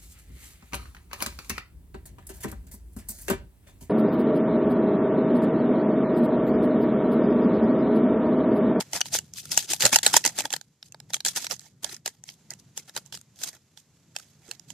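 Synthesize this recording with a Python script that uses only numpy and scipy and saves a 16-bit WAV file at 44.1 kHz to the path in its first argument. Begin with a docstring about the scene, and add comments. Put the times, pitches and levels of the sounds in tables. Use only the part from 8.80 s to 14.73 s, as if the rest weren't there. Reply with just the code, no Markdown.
"""Sharp snaps and dry crackling close by: a foil-plastic sachet is shaken, pinched, torn and tipped over a bucket outdoors.
A buckling crease is a short noise burst that rings the resonances of the pouch and of small facets of film.
Each move of the fingers flexes the film and slides the powder: a swarm of tiny noise grains over smooth friction.
Late on, two tiny bubbles plop as decaying tones of rising pitch.
Behind it all lie a low distant rumble and a faint hiss, both shaped from noise."""
import sys
import numpy as np
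from scipy import signal
from scipy.fft import rfft, irfft
from scipy.io import wavfile

SR = 44100
rng = np.random.default_rng(int(sys.argv[2]) if len(sys.argv) > 2 else 0)


def store_wav(level_fs):
    """Save 16-bit WAV to argv[1]."""
    pcm = np.round(np.clip(np.atleast_2d(level_fs), -1, 1) * 32767)
    wavfile.write(sys.argv[1], SR, pcm.T.astype(np.int16))


N = 261513
TIME = np.arange(N) / SR

# Every pan_db is the left level minus the right level; source levels are nominal, ahead of the later stages.
# creases snapping: start_s, crack_level_db, hollow_knock_db (against the crack),
# brightness_db (top of the crack against the crack), pan_db
CREASE_SNAPS = [(.008, -24.5, -7, -2, 1.5), (.1321, -23, -9.5, 2.5, -0.5), (.1538, -31, -3, 2, 11),
                (.2062, -25, -8.5, 4.5, 0), (.2125, -17.5, -16, -5.5, 0.5), (.2561, -36.5, -5, -1.5, -2),
                (.35, -29.5, 0, -1, 1), (.387, -24, -13, 2.5, 1.5), (.5363, -47.5, -21, 19, 2),
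                (.7745, -14, -10.5, 6.5, 2), (.825, -33, -34, 3, 5), (.9335, -20.5, -6.5, 3.5, 3),
                (1.0058, -21, -18, -1, 4), (1.0216, -18, -18, -1, -1), (1.052, -9, -11.5, 1, -4.5),
                (1.0609, -14, -12.5, 3, 8), (1.1283, -18, -2.5, 2, 2), (1.1585, -8.5, -7.5, 4.5, -0.5),
                (1.1863, -20, -12, 0.5, 1.5), (1.2304, -20, -32, 1, 5), (1.2633, -9, -10, -0.5, -2),
                (1.2758, -24, -22, 5.5, -4), (1.3397, -16, 2, -5, -2), (1.3657, -11.5, -2.5, 9, -2),
                (1.4405, -31.5, -10, -12.5, 2), (1.4501, -16.5, -8.5, 0.5, -2), (1.4604, -22, -6, 10.5, 1),
                (1.4761, -32, -3, 16.5, -1), (1.5862, -22, -8, 2.5, 8), (1.6045, -24, -7, -1.5, 1.5),
                (1.6532, -25, -2.5, -3, 0.5), (1.704, -31, -11, -1, -3), (1.727, -24, -28, 3, 0),
                (1.7368, -20.5, -6.5, -2, 0), (1.763, -27.5, -12.5, -1, 6), (1.8119, -37.5, -13, 0.5, -8),
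                (2.0272, -40, -14.5, -6, 2), (2.122, -47, -23.5, 7.5, 0), (2.145, -46, 4, -5.5, -1),
                (2.201, -41, -8, -2, -4.5), (2.3035, -43, -2, -2, -2), (2.3343, -24, -15, -0.5, 3),
                (2.3421, -19.5, -23, 0.5, -2), (2.3656, -37, -7.5, -1.5, -3), (2.404, -31, -15.5, -4, 2),
                (2.449, -21, -16, 1.5, 0), (2.4617, -20.5, -11.5, 1, -1), (2.4826, -27, -21, 10, -1),
                (2.5614, -32, -19, 9, -8), (2.5735, -24, -15.5, -1.5, 2), (2.644, -28.5, -14, 0, 1),
                (2.6667, -28, -12, -5, 0.5), (2.7102, -26, -13, -5.5, -11), (2.794, -47, -20.5, 14, 1),
                (2.8066, -57, -20, 10, -8.5), (3.0438, -22.5, -10, 0, -12.5), (3.0937, -39, -13, -3, -10),
                (3.165, -51, -18, 16, -1), (3.2593, -22.5, -9, -1, 1), (3.2765, -27.5, -6.5, 2.5, 0),
                (3.4377, -43, -11, 8, 7), (3.4891, -40.5, -13.5, -9.5, -5.5),
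                (3.7049, -42, -14.5, 18, -2.5), (3.736, -44.5, -13, 5.5, -10), (3.9753, -31, -9.5, 5.5, 2),
                (4.0942, -41.5, -12, -3, 0), (4.1634, -25.5, -6.5, -0.5, -0.5),
                (4.2608, -53.5, -19, 10, -14), (4.3245, -34, -11.5, -3, -3),
                (4.3418, -38.5, -5.5, -6.5, -3), (4.3732, -43, -12, 0.5, -1), (4.413, -51, -12, 8, 5),
                (4.6355, -24.5, -24, 2, 1), (4.974, -44, -12, -4, -3.5), (5.3629, -26, -11.5, -2, 1),
                (5.3857, -43, -16, 3, 1), (5.712, -29, -15.5, -0.5, -4), (5.7957, -50, -9.5, 13, -8),
                (5.9025, -38, -9, 0, -9)]
# ranges of a snap, in turn hollow knock, middle, crack, top of the crack: low_hz, high_hz
SNAP_RANGES = [(350, 1200), (1200, 2300), (2300, 5500), (5500, 15500)]
# resonances of the pouch held between the fingers: centre_hz, width_hz, level_db
POUCH_MODES = [(881, 120, 9.5), (1747, 600, 9), (3020, 130, -5.5), (4367, 280, 3.5), (5390, 580, 9),
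               (6700, 300, -5.5)]
# a snap rings the pouch's middle range, the more so the hollower it is: offset in dB, dB per dB of hollow knock
MIDDLE_DB, MIDDLE_FOLLOWS = -2, 0.48
# a crease runs longer the harder it snaps: the drop in level, dB, that halves its run
RUN_HALVES_DB = 41
# small creases: level against the rustle and its half-range, dB; exponent that gathers them in the hard moves
SMALL_DB, SMALL_SPREAD_DB, SMALL_GATHER = -4.5, 2, 0.61
# small creases: half-range of left-right scatter; hollowness against that of the move, dB
SMALL_PAN_SPREAD_DB, SMALL_KNOCK_DB = 4, -3

# moves of the fingers: height_s, level_db, rise_s and fall_s (over 20 dB), hollow_share_db (of the power)
FINGER_MOVES = [(.003, -28, .03, .024, -6.5), (.157, -26.5, .035, .042, -7),
                (.264, -37.5, 0.022, .04, -17.5), (.341, -23.5, .026, 0.056, -16),
                (.58, -34.5, .037, .045, -25.5), (.64, -44.5, .02, .12, -18),
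                (.72, -23.5, 0.018, 0.041, -13.5), (.778, -21.5, .012, .05, -20),
                (0.835, -40, 0.019, .047, -14), (.911, -23, .031, .055, -13.5),
                (1.011, -23.5, .016, .11, -13), (1.058, -17.5, 0.034, .017, -4),
                (1.095, -33, .05, .012, -6.5), (1.134, -16.5, .018, 0.049, -9.5),
                (1.234, -24, .005, 0.059, -10), (1.269, -19.5, 0.027, .022, -7.5),
                (1.304, -35, .05, .04, -11), (1.34, -22.5, .018, .05, -6),
                (1.371, -17.5, .028, .016, -13.5), (1.461, -23.5, .024, .036, -10),
                (1.499, -40.5, .012, 0.035, -5.5), (1.597, -25, .04, .026, -8),
                (1.654, -38, .039, .032, -4), (1.734, -32.5, .032, .04, -11.5),
                (2.065, -54.5, .04, .03, -19), (2.302, -48.5, .012, 0.032, -8.5),
                (2.339, -32, 0.011, .038, -14), (2.46, -22.5, .011, .054, -15),
                (2.567, -22.5, .018, .035, -13), (2.645, -33.5, .11, .03, -12),
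                (2.716, -27, 0.022, .038, -10.5), (2.836, -53.5, .08, .09, -10),
                (3.034, -37.5, 0.0098, .085, -5), (3.125, -40.5, .085, .053, -10),
                (3.265, -30, 0.012, .032, -10.5), (3.493, -49, .052, .07, -15.5),
                (3.706, -49.5, .009, .055, -6), (3.796, -54, .016, 0.012, -19),
                (3.979, -38.5, .022, .039, -12.5), (4.095, -50.5, .046, .02, -9.5),
                (4.165, -33.5, .019, .035, -7.5), (4.268, -52, .015, 0.016, -14),
                (4.327, -37.5, 0.0055, .06, -17), (4.644, -32.5, .062, .014, -14),
                (4.67, -35.5, .027, 0.047, -15.5), (4.747, -52.5, .059, .036, -8),
                (4.98, -54, .019, .048, -17), (5.36, -54, 0.018, .21, -10), (5.718, -52, .12, .055, -6),
                (5.907, -48, .032, .03, -14)]
# film and powder settle after a move: level against the move, time to fall 20 dB
SETTLE_DB, SETTLE_S = -25, 0.15
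# colour of the rustle in the crisp film: frequency_hz, density_db (per Hz)
CRISP_COLOUR = [(1500, -27), (2300, -12.5), (2900, -2), (4200, 1), (5500, 2), (7300, 1), (8600, -0.5),
                (10500, -3), (14000, -10), (16000, -12)]
# colour of the rustle in the hollow of the pouch: frequency_hz, density_db (per Hz)
HOLLOW_COLOUR = [(120, -8.5), (250, -1), (460, -6), (820, 0.5), (1200, -10.5), (1700, 0.5), (2300, -7),
                 (3200, -25.5)]
# where the rustle sits as the hands carry the sachet about: time_s, pan_db
SACHET_PLACE = [(0, 1), (.8, 3.5), (1.3, 1), (1.8, -.5), (2.55, 3.5), (2.66, -4.5), (2.85, -3), (3.05, 2),
                (4, 1), (5, -1.5), (5.9, -6)]
# correlation of left with right: frequency_hz, likeness (0-1)
STEREO_LIKENESS = [(300, .97), (900, 0.8), (2000, 0.9), (4000, 0.5), (8000, 0), (15000, 0.4)]

# small bubbles in the bucket: start_s, start_pitch_hz, envelope_peak_db
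BUBBLES = [(5.687, 336, -43), (5.6919, 440, -49)]
# colour of the open-air background: frequency_hz, density_db (per Hz)
AIR_COLOUR = [(25, -24), (50, -23), (85, -4.5), (145, 1.5), (220, -7.5), (330, -16.5), (600, -27),
              (1200, -31), (3000, -32), (7600, -29.5), (8400, -35.5), (12000, -37.5), (15000, -49.5)]
# course of the background, ahead of its quick wandering: time_s, rumble_level_db, hiss_level_db
AIR_COURSE = [(0, -60, -58), (.5, -57, -70), (1.7, -56.5, -75.5), (1.9, -67, -75), (2.3, -61, -72),
              (3.35, -62.5, -77.5), (3.6, -62.5, -66.5), (4.5, -61.5, -69), (4.83, -66, -70),
              (5.93, -61.5, -66)]
# resonances of the microphone ports: centre_hz, width_hz, left_level_db, right_level_db
PORT_MODES = [(4030, 240, -2.5, 2), (7500, 1900, -0.5, 1.5), (7220, 3500, 0.5, 4.5), (8600, 1300, -1, -9),
              (10400, 1900, 2, -6.5), (15000, 290, 4, -5.5)]
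CUTOFF_HZ = 14700


def snaps(rows, run_s, give, flip, detune, facet_width_hz, facet_db, direct_db):
    """Buckling instability: a crease gives way and its noise burst excites the modes of pouch and film."""
    t = np.arange(SR // 40) / SR
    level_window = int(.0044 * SR)   # samples
    filters = [band(*edges) for edges in SNAP_RANGES]
    soften = signal.butter(1, 9000, fs=SR, output="sos")
    out = np.zeros((2, N + len(t)))
    for start_s, crack_db, hollow_db, bright_db, pan_db in rows:
        middle_db = MIDDLE_DB + MIDDLE_FOLLOWS * hollow_db
        levels_db = crack_db + np.array([hollow_db, middle_db, -bright_db / 2, bright_db / 2])
        run = run_s * 2 ** (crack_db / RUN_HALVES_DB)
        envelope = (1 - np.exp(-t / (give * run))) * np.exp(-t / (0.83 * run))
        push = rng.standard_normal((2, len(t))) * envelope
        # the flip itself, amid the small cracks
        push[0, int(give * run * SR)] += flip * rng.choice([-1, 1])
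        ringing = from_db(direct_db) * push
        for hz, width, mode_db in POUCH_MODES:
            grip = np.exp(detune * rng.normal())   # the grip retunes the pouch
            ringing += from_db(mode_db) * resonate(push, hz * grip, width)
        for hz in rng.uniform(2400, 7900, size=5):   # new facets each time
            ringing += from_db(facet_db) * resonate(push, hz, facet_width_hz)
        ringing = signal.sosfilt(soften, ringing)
        at = int(start_s * SR)
        for sos, edges, level_db in zip(filters, SNAP_RANGES, levels_db):
            part = widen(signal.sosfilt(sos, ringing), np.sqrt(np.prod(edges)))
            # the burst's whole energy, spread over the window, sets its level
            part /= np.sqrt(np.sum(part ** 2, axis=1, keepdims=True) / level_window)
            out[:, at:at + len(t)] += from_db(level_db) * sides(pan_db) * part
    return out[:, :N]


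def small_snaps(crisp_power, hollow_power, count):
    """Strain-driven yielding: small creases give way more often and louder the harder the film is flexed."""
    luck, size, side = rng.random((count, 3)).T
    strain = np.cumsum(np.sqrt(crisp_power) ** SMALL_GATHER)
    # one crease at random in each equal step of strain
    yield_strain = strain[-1] * (np.arange(count) + luck) / count
    at = np.searchsorted(strain, yield_strain).clip(0, N - 1)
    crisp_db = 10 * np.log10(crisp_power[at] + 1e-12)
    hollow_db = 10 * np.log10(hollow_power[at] + 1e-12)
    levels_db = crisp_db + SMALL_DB + SMALL_SPREAD_DB * (2 * size - 1)
    knocks_db = hollow_db - crisp_db + SMALL_KNOCK_DB
    pans_db = place(TIME[at]) + SMALL_PAN_SPREAD_DB * (2 * side - 1)
    return list(zip(TIME[at], levels_db, knocks_db, np.zeros(count), pans_db))


def flexing():
    """Driving power: each move swells, fades and settles, its power shared by crisp film and hollow pouch."""
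    crisp_power, hollow_power = np.zeros((2, N))
    for height_s, level_db, rise, fall, hollow_db in FINGER_MOVES:
        near = slice(*np.searchsorted(TIME, [height_s - 3 * rise, height_s + .7]))
        t = TIME[near] - height_s
        away = np.minimum(np.maximum(-t / rise, t / fall), 10)
        moving = from_db(level_db - 20 * away ** 1.5) ** 2
        settling = (t > 0) * from_db(level_db + SETTLE_DB - 20 * t / SETTLE_S) ** 2
        share = min(from_db(hollow_db) ** 2, .9)
        hollow_power[near] += (moving + settling) * share
        crisp_power[near] += (moving + settling) * (1 - share)
    return crisp_power, hollow_power


def rustle(crisp_power, hollow_power):
    """Common excitation: the same crackles sound through the crisp film and the hollow of the pouch."""
    grains = crackles(per_s=7900, spread_db=4.5, clump_db=4.0, smooth=0.39)
    crisp = coloured(grains, CRISP_COLOUR, patchy_db=2.0, patch_rate=120)
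    crisp = from_db(-2.0) * np.sqrt(crisp_power) * crisp
    hollow = np.sqrt(hollow_power) * coloured(grains, HOLLOW_COLOUR, patchy_db=5.0, patch_rate=60)
    # the flapping pouch also pushes a soft puff of air
    puff = rms_one(signal.sosfilt(band(22, 390), widen(rng.standard_normal((2, N)), 500)))
    puff = from_db(-18.0) * np.sqrt(hollow_power) * puff
    return sides(place(TIME)) * (crisp + hollow + puff)


def crackles(per_s, spread_db, clump_db, smooth):
    """Shot noise: uneven tiny buckles come in clumps, over the smooth friction of skin and powder."""
    born = rng.random(N) < per_s / SR
    sizes = born * from_db(spread_db * np.minimum(rng.exponential(1, N), 4))
    grains = rms_one(sizes * from_db(clump_db * drift(200)))
    return (grains + smooth) * rng.standard_normal((2, 2, N))   # two stereo sources


def place(s):
    """Level-difference localisation: the sachet's left-right dB at a time."""
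    return np.interp(s, *np.transpose(SACHET_PLACE))


def hands(x, echo_db):
    """Comb interference: treble glancing off hands and bucket rim ripples each side's spectrum differently."""
    treble = signal.sosfilt(signal.butter(1, 2500, "high", fs=SR, output="sos"), x)
    out = x.copy()
    lags_s = rng.uniform(.0006, .005, (2, 5))
    for side, lags in enumerate((lags_s * SR).astype(int)):
        for lag in lags:
            out[side, lag:] += from_db(echo_db) * treble[side, :-lag]
    return out


def surroundings(x, t60, wet_db):
    """Diffuse scattering: hands, bucket and stones return a short, thin, exponentially decaying tail."""
    t = np.arange(SR // 4) / SR
    scatter = rng.standard_normal((2, len(t))) * from_db(-60 * t / t60) * (t > .002)
    scatter /= np.sqrt(np.sum(scatter ** 2, axis=1, keepdims=True))
    return x + from_db(wet_db) * signal.fftconvolve(x, scatter, axes=1)[:, :N]


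def plops(decay_s, rise_per_s):
    """Bubble resonance: small bubbles ring in the water, rising in pitch as they die."""
    out = np.zeros(N)
    for start_s, hz, level_db in BUBBLES:
        t = np.maximum(TIME - start_s, 0)
        # pitch, the slope of the phase, grows by twice rise_per_s
        phase = 2 * np.pi * hz * t * (1 + rise_per_s * t)
        out += from_db(level_db) * np.exp(-t / decay_s) * np.sin(phase)
    return out


def open_air():
    """Filtered noise: a distant rumble that swells and sinks, and a faint hiss."""
    s, rumble_db, hiss_db = np.transpose(AIR_COURSE)
    hz = np.maximum(np.arange(N // 2 + 1) * SR / N, 1)
    spectrum = widen(rfft(rng.standard_normal((2, N))), hz)
    noise = irfft(spectrum * from_db(at_hz(AIR_COLOUR, hz)), N)
    rumble = rms_one(signal.sosfilt(signal.butter(2, 600, fs=SR, output="sos"), noise))
    hiss = rms_one(signal.sosfilt(signal.butter(2, 600, "high", fs=SR, output="sos"), noise))
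    rumble *= from_db(np.interp(TIME, s, rumble_db) + 3 * drift(17))
    hiss *= from_db(np.interp(TIME, s, hiss_db) + 1.1 * drift(99))
    return rumble - hiss   # the two filters are in antiphase at 600 Hz


def coloured(sources, spectrum, patchy_db, patch_rate):
    """Third-octave synthesis: bands fed in turn by two stereo sources, each with a wandering gain; rms 1."""
    edges = 20 * 2 ** (np.arange(30) / 3)
    out = 0
    for k, (low, high) in enumerate(zip(edges, edges[1:])):
        if high > spectrum[0][0] and low < spectrum[-1][0]:
            hz = np.sqrt(low * high)
            gain = from_db(at_hz(spectrum, hz) + patchy_db * drift(patch_rate))
            out = out + gain * widen(signal.sosfilt(band(low, high), sources[k % 2]), hz)
    return rms_one(out)


def widen(pair, hz):
    """Partial coherence: two unrelated signals become a left and right as alike as the table says."""
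    alike = at_hz(STEREO_LIKENESS, hz)
    middle = np.sqrt(1 + alike) * pair[0]
    difference = np.sqrt(1 - alike) * pair[1]
    return middle + difference * np.array([[1], [-1]])


def sides(pan_db):
    """Constant-power panning: left and right gains for one position or a run of them."""
    gains = from_db(np.array([[1], [-1]]) * pan_db / 2)
    return gains / np.sqrt(np.mean(gains ** 2, axis=0))


def resonate(x, hz, width):
    """Damped oscillator: a two-pole resonance with gain 1 on top."""
    r = np.exp(-np.pi * width / SR)
    feed = np.array([1, 0, -1]) * (1 - r * r) / 2
    return signal.lfilter(feed, [1, -2 * r * np.cos(2 * np.pi * hz / SR), r * r], x)


def band(low, high):
    """Band limiting: a gentle Butterworth band-pass."""
    return signal.butter(2, [low, high], "band", fs=SR, output="sos")


def drift(rate):
    """Random modulation: a slow wander of rms 1, about rate new values a second."""
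    count = int(rate * N / SR) + 2
    return rms_one(np.interp(TIME * rate, np.arange(count), rng.standard_normal(count)))


def at_hz(points, hz):
    """Spectral interpolation: read a spectrum on a log-frequency axis."""
    freq, value = np.transpose(points)
    return np.interp(np.log(hz), np.log(freq), value)


def rms_one(x):
    """Power normalisation: scale to unit rms."""
    return x / np.sqrt(np.mean(x ** 2) + 1e-20)


def from_db(db):
    """Logarithmic level: decibels to amplitude gain."""
    return 10 ** (np.asarray(db) / 20)


def scene():
    """Superposition: the sachet, its reflections and the bubbles in the open air."""
    crisp_power, hollow_power = flexing()
    loud = from_db(1.28) * snaps(CREASE_SNAPS, run_s=.003, give=.6, flip=1.2, detune=0.062,
                                 facet_width_hz=220, facet_db=4.5, direct_db=-15.5)
    small_rows = small_snaps(crisp_power, hollow_power, count=52)
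    small = snaps(small_rows, run_s=.0014, give=.4, flip=2.1, detune=.06,
                  facet_width_hz=300, facet_db=1.5, direct_db=-10)
    film = from_db(0.15) * hands(rustle(crisp_power, hollow_power), echo_db=-12.5)
    sachet = surroundings(loud + small, t60=0.15, wet_db=-23.0) + film
    return sachet + plops(decay_s=0.0089, rise_per_s=3.1) + open_air()


def record(dry):
    """Transduction: port resonances colour each side, soft saturation rounds peaks, a low-pass cuts the top."""
    for hz, width, left_db, right_db in PORT_MODES:
        dry = dry + (from_db([[left_db], [right_db]]) - 1) * resonate(dry, hz, width)
    clipped = dry / (1 + dry ** 6) ** (1 / 6)
    return signal.sosfilt(signal.ellip(10, .1, 70, CUTOFF_HZ, fs=SR, output="sos"), clipped)


dry = scene()
out = record(dry)
store_wav(out)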